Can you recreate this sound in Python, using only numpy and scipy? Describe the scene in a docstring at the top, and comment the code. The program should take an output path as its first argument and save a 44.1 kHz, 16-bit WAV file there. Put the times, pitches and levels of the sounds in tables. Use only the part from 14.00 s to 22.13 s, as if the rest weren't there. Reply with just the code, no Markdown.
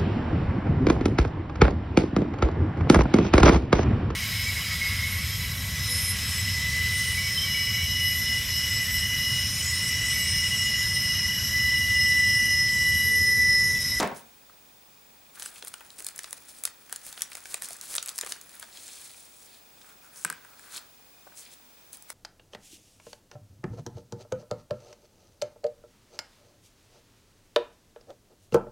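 """Hands open a padded plastic mailer above a laptop: creases snap as impulses that flex the sheet, over rustling film.
A blister card slides out by stick-slip friction, taps down and bounces as a struck plate; a paper slip is moved.
A heavy knock opens the scene: noise hits and decaying room modes, with early reflections and reverberation throughout
the foreground. Underneath lie the laptop's fan noise, mains hum, a thin gated line-scan whine and a focus motor."""
import sys
import numpy as np
from scipy import signal
from scipy.fft import rfft, irfft, next_fast_len
from scipy.io import wavfile
from scipy.ndimage import uniform_filter1d, map_coordinates

SR = 44100
rng = np.random.default_rng(int(sys.argv[2]) if len(sys.argv) > 2 else 0)


def wav_record(signal):
    """Record a signal, one row per channel, as 16-bit PCM in the file named by sys.argv[1]."""
    frames = np.transpose(np.atleast_2d(signal))
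    bounded = np.clip(frames, -1, 1)
    # unit amplitude maps onto the largest positive 16-bit level
    quanta = np.round(bounded * 32767).astype(np.int16)
    wavfile.write(sys.argv[1], SR, quanta)


N = 358533
TIME = np.arange(N) / SR
SHORT = np.arange(8192) / SR  # time axis of one short hit, s
MAINS_HZ = 50

# Level columns are relative: each layer adds its own gain, and stereo, room and band limit follow.
# Buckling creases: start_s, crack_db, flex_db, colour_hz (steers the peak of the crack's spectrum)
CREASES = [(0.0745, -41.5, -37, 9400), (1.398, -37, -47, 8800), (1.4226, -35, -42, 5750),
           (1.429, -36, -62, 9000), (1.4596, -33, -40, 7750), (1.6253, -40, -42.5, 5100),
           (1.6488, -38, -50, 9600), (1.6727, -38.5, -47, 8400), (1.681, -35, -58, 8400),
           (1.74, -36, -39, 7700), (1.8074, -49.5, -48, 9900), (1.904, -44.5, -78, 4940),
           (1.9972, -39, -65, 9500), (2.004, -39, -47, 7760), (2.0238, -42, -52, 8600),
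           (2.046, -34.5, -62, 8550), (2.0664, -28, -46.5, 8500), (2.087, -33.5, -52, 7060),
           (2.161, -39.5, -71, 10200), (2.1792, -38.5, -68, 8500), (2.1909, -32, -38, 7200),
           (2.234, -40, -59, 7200), (2.2432, -36.5, -40.5, 5760), (2.3087, -40, -60, 7900),
           (2.329, -30.5, -40, 9000), (2.6374, -28.5, -46, 8200), (2.653, -21, -37.5, 7840),
           (2.6752, -39, -40.5, 7450), (2.8963, -47, -50, 9000), (2.9267, -28.5, -36.5, 8700),
           (2.9608, -32.5, -47, 7950), (3.0656, -38.5, -51, 9800), (3.1272, -38.5, -47, 7060),
           (3.177, -43, -44, 5100), (3.208, -39, -46, 7400), (3.22, -22, -40, 7450),
           (3.228, -44, -45.5, 6330), (3.3186, -47, -45, 5760), (3.332, -42, -55, 6900),
           (3.3527, -35, -43, 8400), (3.3705, -41, -46.5, 7000), (3.456, -43.5, -41.5, 6460),
           (3.5225, -42, -59, 6500), (3.543, -25.5, -34.5, 7950), (3.6215, -30.5, -39.5, 8250),
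           (3.6468, -43, -58, 8100), (3.687, -37, -65, 9400), (3.707, -40, -52, 7600),
           (3.7316, -37, -65, 8900), (3.8125, -35, -67, 7360), (3.941, -33, -40.5, 7600),
           (3.9527, -26, -40.5, 8600), (3.96, -29.5, -39.5, 7240), (3.9653, -27.5, -54, 8900),
           (3.9819, -24, -34.5, 4570), (4.0273, -31, -43, 7960), (4.0603, -33.5, -49, 8150),
           (4.0759, -36, -46.5, 9050), (4.085, -32.5, -45, 6500), (4.0912, -30.5, -42, 7100),
           (4.099, -38.5, -60, 10000), (4.1593, -41, -66, 9000), (4.1808, -29.5, -51, 7900),
           (4.1873, -27, -36.5, 7500), (4.2116, -27, -39.5, 7260), (4.2341, -48, -38, 4600),
           (4.2476, -41, -43, 8000), (4.2632, -36, -41.5, 6800), (4.2718, -39, -41, 7750),
           (4.322, -27.5, -37.5, 6440), (4.4134, -41.5, -57, 8700), (4.4937, -48, -73, 8040),
           (4.553, -44, -67, 10600), (4.598, -38.5, -52, 10100), (4.627, -43, -40.5, 5970),
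           (4.773, -43, -69, 4850), (4.88, -42.5, -57, 6360), (7.9303, -40, -70, 9200),
           (7.971, -46, -60, 8800), (8.024, -45.5, -70, 9300), (8.1024, -35, -39, 7460)]
# Spectrum of the bending padded sheet: frequency_hz, level_db
FLEX_SPECTRUM = [(100, -16), (250, -18), (450, -4), (1000, 2), (1800, 6), (2600, 2), (4000, 0.5),
                 (8000, -67)]
# Spectrum of rustling film: frequency_hz, level_db
RUSTLE_SPECTRUM = [(1200, -8), (2800, -7), (4200, -3), (5500, -2.5), (7500, 0), (10000, 4), (12000, -4),
                   (15000, -9.5)]


def amp(db):
    """Amplitude ratio of a level: twenty decibels are a factor of ten."""
    return 10 ** (np.asarray(db) / 20)


def unit(x):
    """Normalise mean power: scale to rms 1."""
    return x / np.sqrt(np.mean(x ** 2) + 1e-20)


def burst(x):
    """Normalise energy: scale a hit to that of 4 ms at rms 1."""
    return x * np.sqrt(.004 * SR / np.sum(x ** 2))


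def along(points, hz):
    """Logarithmic frequency scale: interpolate (frequency_hz, value) points along it."""
    f, v = np.transpose(points)
    return np.interp(np.log(hz + 1), np.log(f), v)


def filtered(x, response):
    """Linear filtering: multiply the spectrum by a response of frequency."""
    m = next_fast_len(N + SR // 2)
    return irfft(rfft(x, m) * response(np.fft.rfftfreq(m, 1 / SR)), m)[..., :N]


def coloured(x, spectrum):
    """Spectral shaping: give a long signal a spectrum, at rms 1."""
    return unit(filtered(x, lambda hz: amp(along(spectrum, hz))))


def struck(x, gain_db):
    """Minimum-phase response: filter a short hit causally by a dB gain of frequency."""
    size = len(x)
    cepstrum = irfft(np.log(amp(gain_db(np.fft.rfftfreq(size, 1 / SR))) + 1e-6))
    # folding the cepstrum onto positive times makes the filter causal
    cepstrum[1:size // 2] *= 2
    cepstrum[size // 2 + 1:] = 0
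    return burst(irfft(rfft(x) * np.exp(rfft(cepstrum))))


def puff(t60):
    """Exponential decay: noise that starts at once and falls 60 dB per t60 seconds."""
    return rng.standard_normal(len(SHORT)) * amp(-60 * SHORT / t60)


def crack_of(t60, jolt):
    """Impulsive excitation: one clean jolt on top of a decaying puff of noise."""
    x = puff(t60)
    x /= np.linalg.norm(x)
    x[0] += jolt
    return x


def add(track, s, hit):
    """Superposition: mix a hit into the track at time s."""
    start = max(round(s * SR), 0)
    part = track[start:start + len(hit)]
    part += hit[:len(part)]


def wobble(rate):
    """Slow random modulation: a smooth curve through random knots, rate of them a second."""
    return map_coordinates(rng.standard_normal(int(N * rate / SR) + 4), [TIME * rate])


def crackles(rate, spread_db, t60=0.002, scatter_oct=1.0, focus_db=7, centre_hz=6000):
    """Crackling noise: tiny buckles at random moments, each of its own size and colour, many weak and few strong."""
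    count, size = int(rate * N / SR), 256
    when, strength, pitch = rng.random((count, 3)).T
    # distance in octaves from each pop's own centre
    octaves = np.log2((np.fft.rfftfreq(size, 1 / SR) + 1) / centre_hz) - scatter_oct * (2 * pitch[:, None] - 1)
    noise = rfft(rng.standard_normal((count, size)))
    pops = irfft(noise * amp(-focus_db * octaves ** 2)) * amp(-60 * SHORT[:size] / t60)
    sizes = amp(-spread_db * np.log(strength + np.exp(-3)))
    pops *= (sizes / np.linalg.norm(pops, axis=1))[:, None]
    places = (when * N).astype(int)[:, None] + np.arange(size)
    return unit(np.bincount(places.ravel(), pops.ravel(), N)[:N])


def friction(spectrum, grain_db=-3, flutter_db=1.4):
    """Stick-slip friction: fine slips over a smooth rub, under a wavering pressure."""
    slips = amp(grain_db) * crackles(rate=900, spread_db=7.5)
    return coloured((rng.standard_normal(N) + slips) * amp(flutter_db * wobble(90)), spectrum)


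def strokes(rows, column):
    """Speed-dependent friction: gain per sample, Gaussian strokes 20 dB down after their rise or fall time."""
    power = np.zeros(N)
    for row in rows:
        s, rise, fall = row[:3]
        power += amp(row[column] - 20 * ((TIME - s) / np.where(TIME < s, rise, fall)) ** 2) ** 2
    return np.sqrt(power)


def effort():
    """Amplitude envelope: gain per sample of the hands' work, silent before and after it."""
    # How hard the hands work the film: time_s, effort_db
    work = [(1.33, -68), (1.42, -56), (1.88, -61.5), (2.1, -55), (2.82, -68), (3.1, -54), (4.1, -53),
            (4.42, -58), (4.7, -53.5)]
    return amp(np.interp(TIME, *np.transpose(work), left=-np.inf, right=-np.inf))


def unrest(gather_s=0.014, settle_s=0.032):
    """Clustered buckling: gain per sample of the small creases around snaps, in step with each flex."""
    power, t = np.zeros(N), np.arange(-SR // 8, SR // 2) / SR
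    shape = np.exp(-2 * np.abs(t / np.where(t < 0, gather_s, settle_s)))
    for s, _, sheet_db, _ in CREASES:
        # a snap too early to hold its whole lead-in is left out
        if s + t[0] > 0:
            add(power, s + t[0], amp(sheet_db) ** 2 * shape)
    return np.sqrt(power)


def spread(pair, side_db):
    """Mid-side stereo: two unrelated signals become the sum and difference of two channels."""
    mid, side = pair[0], amp(side_db) * pair[1]
    return np.array([mid + side, mid - side])


def room(x, side_db, delay=.009):
    """Reverberation: after a short gap the walls answer, each frequency decaying at its own rate."""
    # Decay of the room: frequency_hz, t60_s
    decay = [(100, 0.53), (400, 0.33), (1500, 0.42), (6000, 0.22), (14000, 0.033)]
    hz, t, z = signal.stft(rng.standard_normal((2, SR // 2)), SR, nperseg=256)
    tail = signal.istft(z * amp(-60 * t / along(decay, hz)[:, None]), SR, nperseg=256)[1]
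    tail = np.pad(tail / np.linalg.norm(tail[0]), ((0, 0), (round(delay * SR), 0)))
    return spread(signal.fftconvolve(x[None], tail, axes=1)[:, :N], side_db)


def desk(x, t60=0.029, side_db=-6):
    """Early reflection: desk, screen and hands return a sparse scatter of decaying copies."""
    copies = np.array([puff(t60), puff(t60)])
    copies *= (rng.random((2, len(SHORT))) < .1) * (SHORT > .001)
    return spread(signal.fftconvolve(x[None], copies / np.linalg.norm(copies[0]), axes=1)[:, :N], side_db)


def background(fan_db=-59, side_db=-11, hum_db=-77, whine_db=-61, whine_pan_db=4.5, scan_hz=15625):
    """Steady sources: broadband fan noise, a pure mains hum, and a scan tone gated off once every mains cycle."""
    # Spectrum of the laptop's fan: frequency_hz, level_db
    fan_spectrum = [(20, -25), (70, -5), (105, -1.5), (190, -1.5), (240, 1), (330, -2), (550, -2.5),
                    (780, -1.5), (1300, -6), (2100, -6.5), (2900, -8), (9500, -9), (11500, -12),
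                    (15500, -16)]
    fan = amp(fan_db) * coloured(rng.standard_normal((2, N)), fan_spectrum)
    # silent for the first 22 % of each cycle, with softened edges
    gate = uniform_filter1d(1. * (TIME * MAINS_HZ % 1 > .22), size=30)
    whine = amp(whine_db) * unit(gate * np.sin(2 * np.pi * scan_hz * TIME))
    whine = whine * amp([[whine_pan_db], [-whine_pan_db]])
    hum = amp(hum_db) * unit(np.sin(2 * np.pi * MAINS_HZ * TIME))
    return spread(fan, side_db) + whine + hum


def focus_motor(motor_db=-8, pulse_db=6, first_s=0.022):
    """Forced resonance: noise swelling 25 times a second drives the damped modes of the motor's housing."""
    # Modes of the housing: frequency_hz, width_hz, level_db
    housing = [(2473, 71, -60.5), (3550, 260, -66), (4940, 77, -64)]
    # half the mains frequency
    twitch = unit(amp(pulse_db * np.cos(np.pi * MAINS_HZ * (TIME - first_s))))

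    def ring(f):
        """Resonance: the sum of damped second-order modes."""
        return sum(amp(db) * 1j * f * width / (hz ** 2 - f * f + 1j * f * width) for hz, width, db in housing)

    # the first mode's level sets the overall level
    return amp(motor_db + housing[0][2]) * twitch * unit(filtered(rng.standard_normal(N), ring))


def knock(thud_t60=0.17, clack_t60=0.016, thud_db=3.5, boom_db=-3.5):
    """Modal excitation: a heavy bump and rattle across the room wakes long low resonances."""
    # Contacts of the heavy object: start_s, body_db (thud and boom), clack_db
    contacts = [(.0003, -22, -24), (.0052, -26.5, -28), (0.0234, -23, -47), (0.0288, -29.5, -32),
                (.043, -27, -63), (.114, -36, -53)]
    # Long resonances: frequency_hz, level_db, t60_s
    modes = [(198, -3, 0.2), (232, -1, 0.24), (405, -1, 0.3), (435, 0, 0.27), (562, -2, 0.2),
             (613, -14, 0.34), (719, 2, 0.18), (800, -2, 0.2), (935, 7, 0.13), (1080, 2, 0.1)]
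    # Spectra of the dull and the bright part: frequency_hz, level_db
    thud_spectrum = [(30, -38), (60, -14), (120, -8), (190, -4), (400, -2), (750, 0), (1100, -6.5),
                     (2000, -11), (3000, -20), (8000, -37.5)]
    clack_spectrum = [(500, 2), (1500, -21), (4000, 2.5), (6500, 2.5), (10000, -5.5), (15000, -17)]
    out = np.zeros(N)
    t = np.arange(SR // 2) / SR
    for s, db, clack_db in contacts:
        boom = sum(amp(mode_db - 60 * t / t60) * np.sin(2 * np.pi * (hz * t + rng.random()))
                   for hz, mode_db, t60 in modes)
        add(out, s, amp(db + boom_db) * burst(boom))
        add(out, s, amp(db + thud_db) * struck(puff(thud_t60), lambda hz: along(thud_spectrum, hz)))
        add(out, s, amp(clack_db) * struck(puff(clack_t60), lambda hz: along(clack_spectrum, hz)))
    return out


def taps(click_t60=0.0069, attack=0.0014, jolt=2.1, chatter_db=-11.5, chatter_t60=0.29, chatter_per_s=1600):
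    """Struck plate: the card's edge clicks on the laptop, its modes ring briefly and the loose blister chatters."""
    # Light taps of the card: start_s, click_db, ring_db, pitch_hz
    contacts = [(0.497, -68, -50.5, 1240), (5.8145, -60, -59, 1510), (6.249, -22.5, -24.5, 1520),
                (6.301, -29.5, -29.5, 1494), (6.3263, -40, -37.5, 1540), (6.449, -53.5, -46.5, 1510),
                (6.5949, -50, -51.5, 1630), (7.2689, -69, -49, 730), (7.2723, -70, -53, 1440),
                (7.321, -67, -53.5, 1500)]
    # Modes of the card: frequency_ratio (multiple of the pitch), level_db, t60_s
    modes = [(0.113, -32.5, 0.16), (.68, -12, 0.024), (.88, 0.5, 0.012), (1.03, 6, 0.013), (1.2, -2, 0.011),
             (1.45, -9.5, 0.016), (1.8, -11.5, 0.014)]
    # Spectra of the click and of the chattering blister: frequency_hz, level_db
    click_spectrum = [(300, -38), (1500, -29), (3000, -17.5), (5500, -6), (6600, -9), (7700, 1.5),
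                      (9900, 2), (10400, -3), (11700, -3.5), (12700, -18), (15000, -25)]
    chatter_spectrum = [(60, -35), (200, -11), (700, -9), (1300, -4), (2400, 1), (3300, -8), (6000, -12),
                        (13000, -32)]
    out = np.zeros(N)
    for s, click_db, ring_db, pitch_hz in contacts:
        # mode levels vary a little from tap to tap
        ring = sum(amp(db + rng.normal() - 60 * SHORT / t60) * np.sin(2 * np.pi * pitch_hz * ratio * SHORT)
                   for ratio, db, t60 in modes)
        add(out, s, amp(ring_db) * burst(ring * (1 - np.exp(-SHORT / attack))))
        click = struck(crack_of(click_t60, jolt), lambda hz: along(click_spectrum, hz))
        add(out, s, amp(click_db) * click)
        chatter = puff(chatter_t60) * (rng.random(len(SHORT)) < chatter_per_s / SR)
        add(out, s, amp(ring_db + chatter_db) * struck(chatter, lambda hz: along(chatter_spectrum, hz)))
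    return out


def sliding(hiss_db=-1):
    """Sliding friction: card and paper hiss and rub; dragging also sounds the card's own resonance."""
    # Slides of card and paper: top_speed_s, rise_s, fall_s, hiss_db, rub_db
    slides = [(4.77, 0.08, 0.048, -57, -53), (4.86, 0.21, 0.21, -46.5, -54), (5.03, .17, 0.17, -48, -53.5),
              (5.19, 0.11, 0.23, -53, -61.5), (5.455, 0.22, 0.055, -55, -66), (5.55, 0.12, 0.065, -56, -59),
              (5.9, 0.23, 0.053, -60, -70), (6.04, 0.019, 0.062, -58, -75), (6.185, 0.063, .11, -46, -64),
              (6.65, 0.13, .15, -56.5, -61.5), (6.77, 0.069, 0.027, -39.5, -44),
              (7.39, .042, 0.066, -43.5, -59), (7.45, 0.062, .09, -60, -56),
              (7.53, 0.03, 0.025, -48.5, -57)]
    # Card dragging in the mailer or on the laptop: top_speed_s, rise_s, fall_s, level_db
    drags = [(1.385, 0.041, .025, -50.5), (5.89, 0.077, 0.081, -57), (6.05, 0.037, 0.09, -58.5),
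             (6.15, 0.047, 0.13, -57.5), (6.52, 0.21, 0.1, -58.5), (6.76, 0.21, 0.12, -53.5)]
    # Spectra of hiss, rub and dragged card: frequency_hz, level_db
    hiss_spectrum = [(3000, -21.5), (5500, -8), (7500, -3.5), (9700, -2), (11500, -9), (15000, -19)]
    rub_spectrum = [(150, -11), (500, -6.5), (1200, -5), (2200, 0), (2800, -1.5), (4200, 3.5), (5500, -4.5),
                    (8000, -85)]
    drag_spectrum = [(150, -26), (700, -11), (1150, -4), (1520, -1), (1850, -7.5), (3000, -17), (6000, -20)]
    hiss = amp(hiss_db) * strokes(slides, column=3) * friction(hiss_spectrum)
    rub = strokes(slides, column=4) * friction(rub_spectrum)
    drag = strokes(drags, column=3) * friction(drag_spectrum)
    return hiss + rub + drag


def bumps(t60=0.04, focus_db=14):
    """Damped resonance: a touch on film, padding, card or laptop rings briefly around one pitch."""
    # Short pitched knocks and ticks: start_s, level_db, pitch_hz
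    touches = [(1.56, -46, 2560), (1.635, -49, 412), (2.0, -50.5, 383), (3.3184, -43, 2000),
               (3.35, -48, 577), (3.543, -43.5, 627), (5.815, -51, 4300), (3.706, -45, 625),
               (4.2325, -40, 480), (4.262, -45.5, 450), (4.632, -48.5, 885), (1.81, -46, 1220),
               (6.251, -48, 180), (6.258, -49, 335), (6.305, -49, 380), (7.27, -48, 726), (8.102, -53, 420)]
    out = np.zeros(N)
    for s, db, pitch_hz in touches:
        peak = lambda hz: np.maximum(-focus_db * np.log2((hz + 1) / pitch_hz) ** 2, -50)
        add(out, s, amp(db) * struck(puff(t60), peak))
    return out


def scuffs():
    """Stick-slip friction: short brushing strokes, one just after the knock, then fingers scuffing the film."""
    # Brushing strokes: start_s, length_s, level_db
    rows = [(0.137, 0.083, -50), (1.343, 0.027, -49.5), (1.382, 0.036, -43.5), (1.411, .1, -44.5),
            (1.568, .035, -45.5), (1.658, 0.036, -42.5), (1.98, 0.02, -39.5), (2.36, 0.028, -49),
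            (2.474, .055, -48), (2.528, 0.1, -51), (3.017, 0.13, -46), (3.164, 0.047, -48.5),
            (3.477, 0.079, -44), (3.618, 0.054, -39.5), (3.683, 0.079, -44.5), (3.814, 0.064, -43),
            (3.868, 0.1, -39), (4.138, 0.062, -48), (4.274, 0.061, -41), (7.919, 0.047, -46),
            (8.077, 0.049, -53)]
    stroke = np.zeros(N)
    for s, length, db in rows:
        add(stroke, s, amp(db) * np.sqrt(np.hanning(round(length * SR))))
    return stroke * friction(RUSTLE_SPECTRUM, grain_db=-4.5)


def ticks(tick_db=-4, rate=28):
    """Isolated buckling: lone small creases pop at random while the hands work."""
    pops = crackles(rate=rate, spread_db=2.0, t60=0.025, scatter_oct=0.94, centre_hz=7600)
    return amp(tick_db) * effort() * coloured(pops, RUSTLE_SPECTRUM)


def crinkle(crisp_db=-1, flex_db=-5, rub_db=-8, flutter_db=2.5, flex_grain_db=-2,
            settle_crisp_db=-16, settle_flex_db=-17):
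    """Crackling noise: small creases over finger rub, and lower sheet flexing, follow effort and flare at snaps."""
    pressure = amp(flutter_db * wobble(45))
    crisp_rub, flex_rub = amp(rub_db) * rng.standard_normal((2, N))
    crisp_grain = crackles(rate=410, spread_db=2, centre_hz=6400)
    crisp = coloured(crisp_rub + crisp_grain, RUSTLE_SPECTRUM)
    flex_grain = amp(flex_grain_db) * crackles(rate=420, spread_db=1.5, t60=0.0062, centre_hz=1360)
    flex = coloured(flex_rub + flex_grain, FLEX_SPECTRUM)
    work, settling = effort(), unrest()
    # the two causes add in power
    crisp_gain = np.hypot(amp(crisp_db) * work, amp(settle_crisp_db) * settling)
    flex_gain = np.hypot(amp(flex_db) * work, amp(settle_flex_db) * settling)
    return pressure * (crisp_gain * crisp + flex_gain * flex)


def snaps(echo_s=.0011, echo_db=-9, crack_t60=0.0092, jolt=0.86, flex_t60=0.013, lead_s=0.0013, lead_db=-25,
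          ring_db=-19, ring_t60=0.013, focus_db=6):
    """Snap-through buckling: a crease cracks and flexes the sheet; the laptop reflects the crack."""
    # Spectrum of the cracking film: frequency_hz, level_db
    film_spectrum = [(1200, -37.5), (2800, -7), (4200, -1.5), (5500, -6), (7500, -1.5), (10000, 0),
                     (12000, -7), (15000, -10.5)]
    out = np.zeros(N)
    lead = round(lead_s * SR)
    for s, db, sheet_db, colour_hz in CREASES:
        crack = np.roll(crack_of(crack_t60, jolt) + amp(ring_db) * crack_of(ring_t60, 0), lead)
        # faint noise swells for about a millisecond before the jolt
        lead_gain = amp(lead_db + rng.normal(0, 1.7))
        crack[:lead] += lead_gain * rng.standard_normal(len(SHORT))[:lead] * np.linspace(0, 1, lead) ** 2
        # a single reflection about a millisecond later
        crack += amp(echo_db) * np.roll(crack, round(echo_s * rng.uniform(.5, 1.3) * SR))
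        octaves = lambda hz: np.log2((hz + 1) / colour_hz)
        # each crease favours its own pitch: a parabola, 0 dB at colour_hz, peaking at colour_hz ** 2 / 7800
        focus = lambda hz: focus_db * octaves(hz) * (2 * np.log2(colour_hz / 7800) - octaves(hz))
        colour = lambda hz: along(film_spectrum, hz) + focus(hz)
        # the sheet bulges differently each time
        bulge = rng.random()
        sheet = lambda hz: along(FLEX_SPECTRUM, hz) + 4 * np.sin(2 * np.pi * (octaves(hz) + bulge))
        add(out, s - lead / SR, amp(db) * struck(crack, colour))
        add(out, s, amp(sheet_db) * struck(puff(flex_t60), sheet))
    return out


def scene():
    """Direct and reflected sound: hands are close, the card excites the room less, the knock is farther away."""
    film = snaps() + crinkle() + ticks() + scuffs() + bumps() + sliding()
    card, far = taps(), knock()
    radiated = film + amp(-2.5) * card
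    # slightly toward the first channel
    direct = (film + card) * amp([[.2], [-.2]])
    hands = direct + amp(-18.0) * desk(radiated) + amp(-14.0) * room(radiated, side_db=-19.5)
    distant = far + amp(-12.0) * room(far, side_db=-15)
    return hands + distant + background() + focus_motor()


def record(dry, top_hz=16100):
    """Frequency-dependent stereo width: a filter on the channel difference; nothing passes above the band limit."""
    # Side gain, wide in the middle range, nearly mono in the highest treble: frequency_hz, gain_db
    width = [(60, 2), (150, 1), (300, 9), (1000, 12), (2200, 10.5), (5000, 9), (9000, 5), (15000, -23)]
    mid = (dry[0] + dry[1]) / 2
    side = filtered((dry[0] - dry[1]) / 2, lambda hz: amp(along(width, hz)))
    return filtered(np.array([mid + side, mid - side]), lambda hz: hz < top_hz)


dry = scene()
out = record(dry)
wav_record(out)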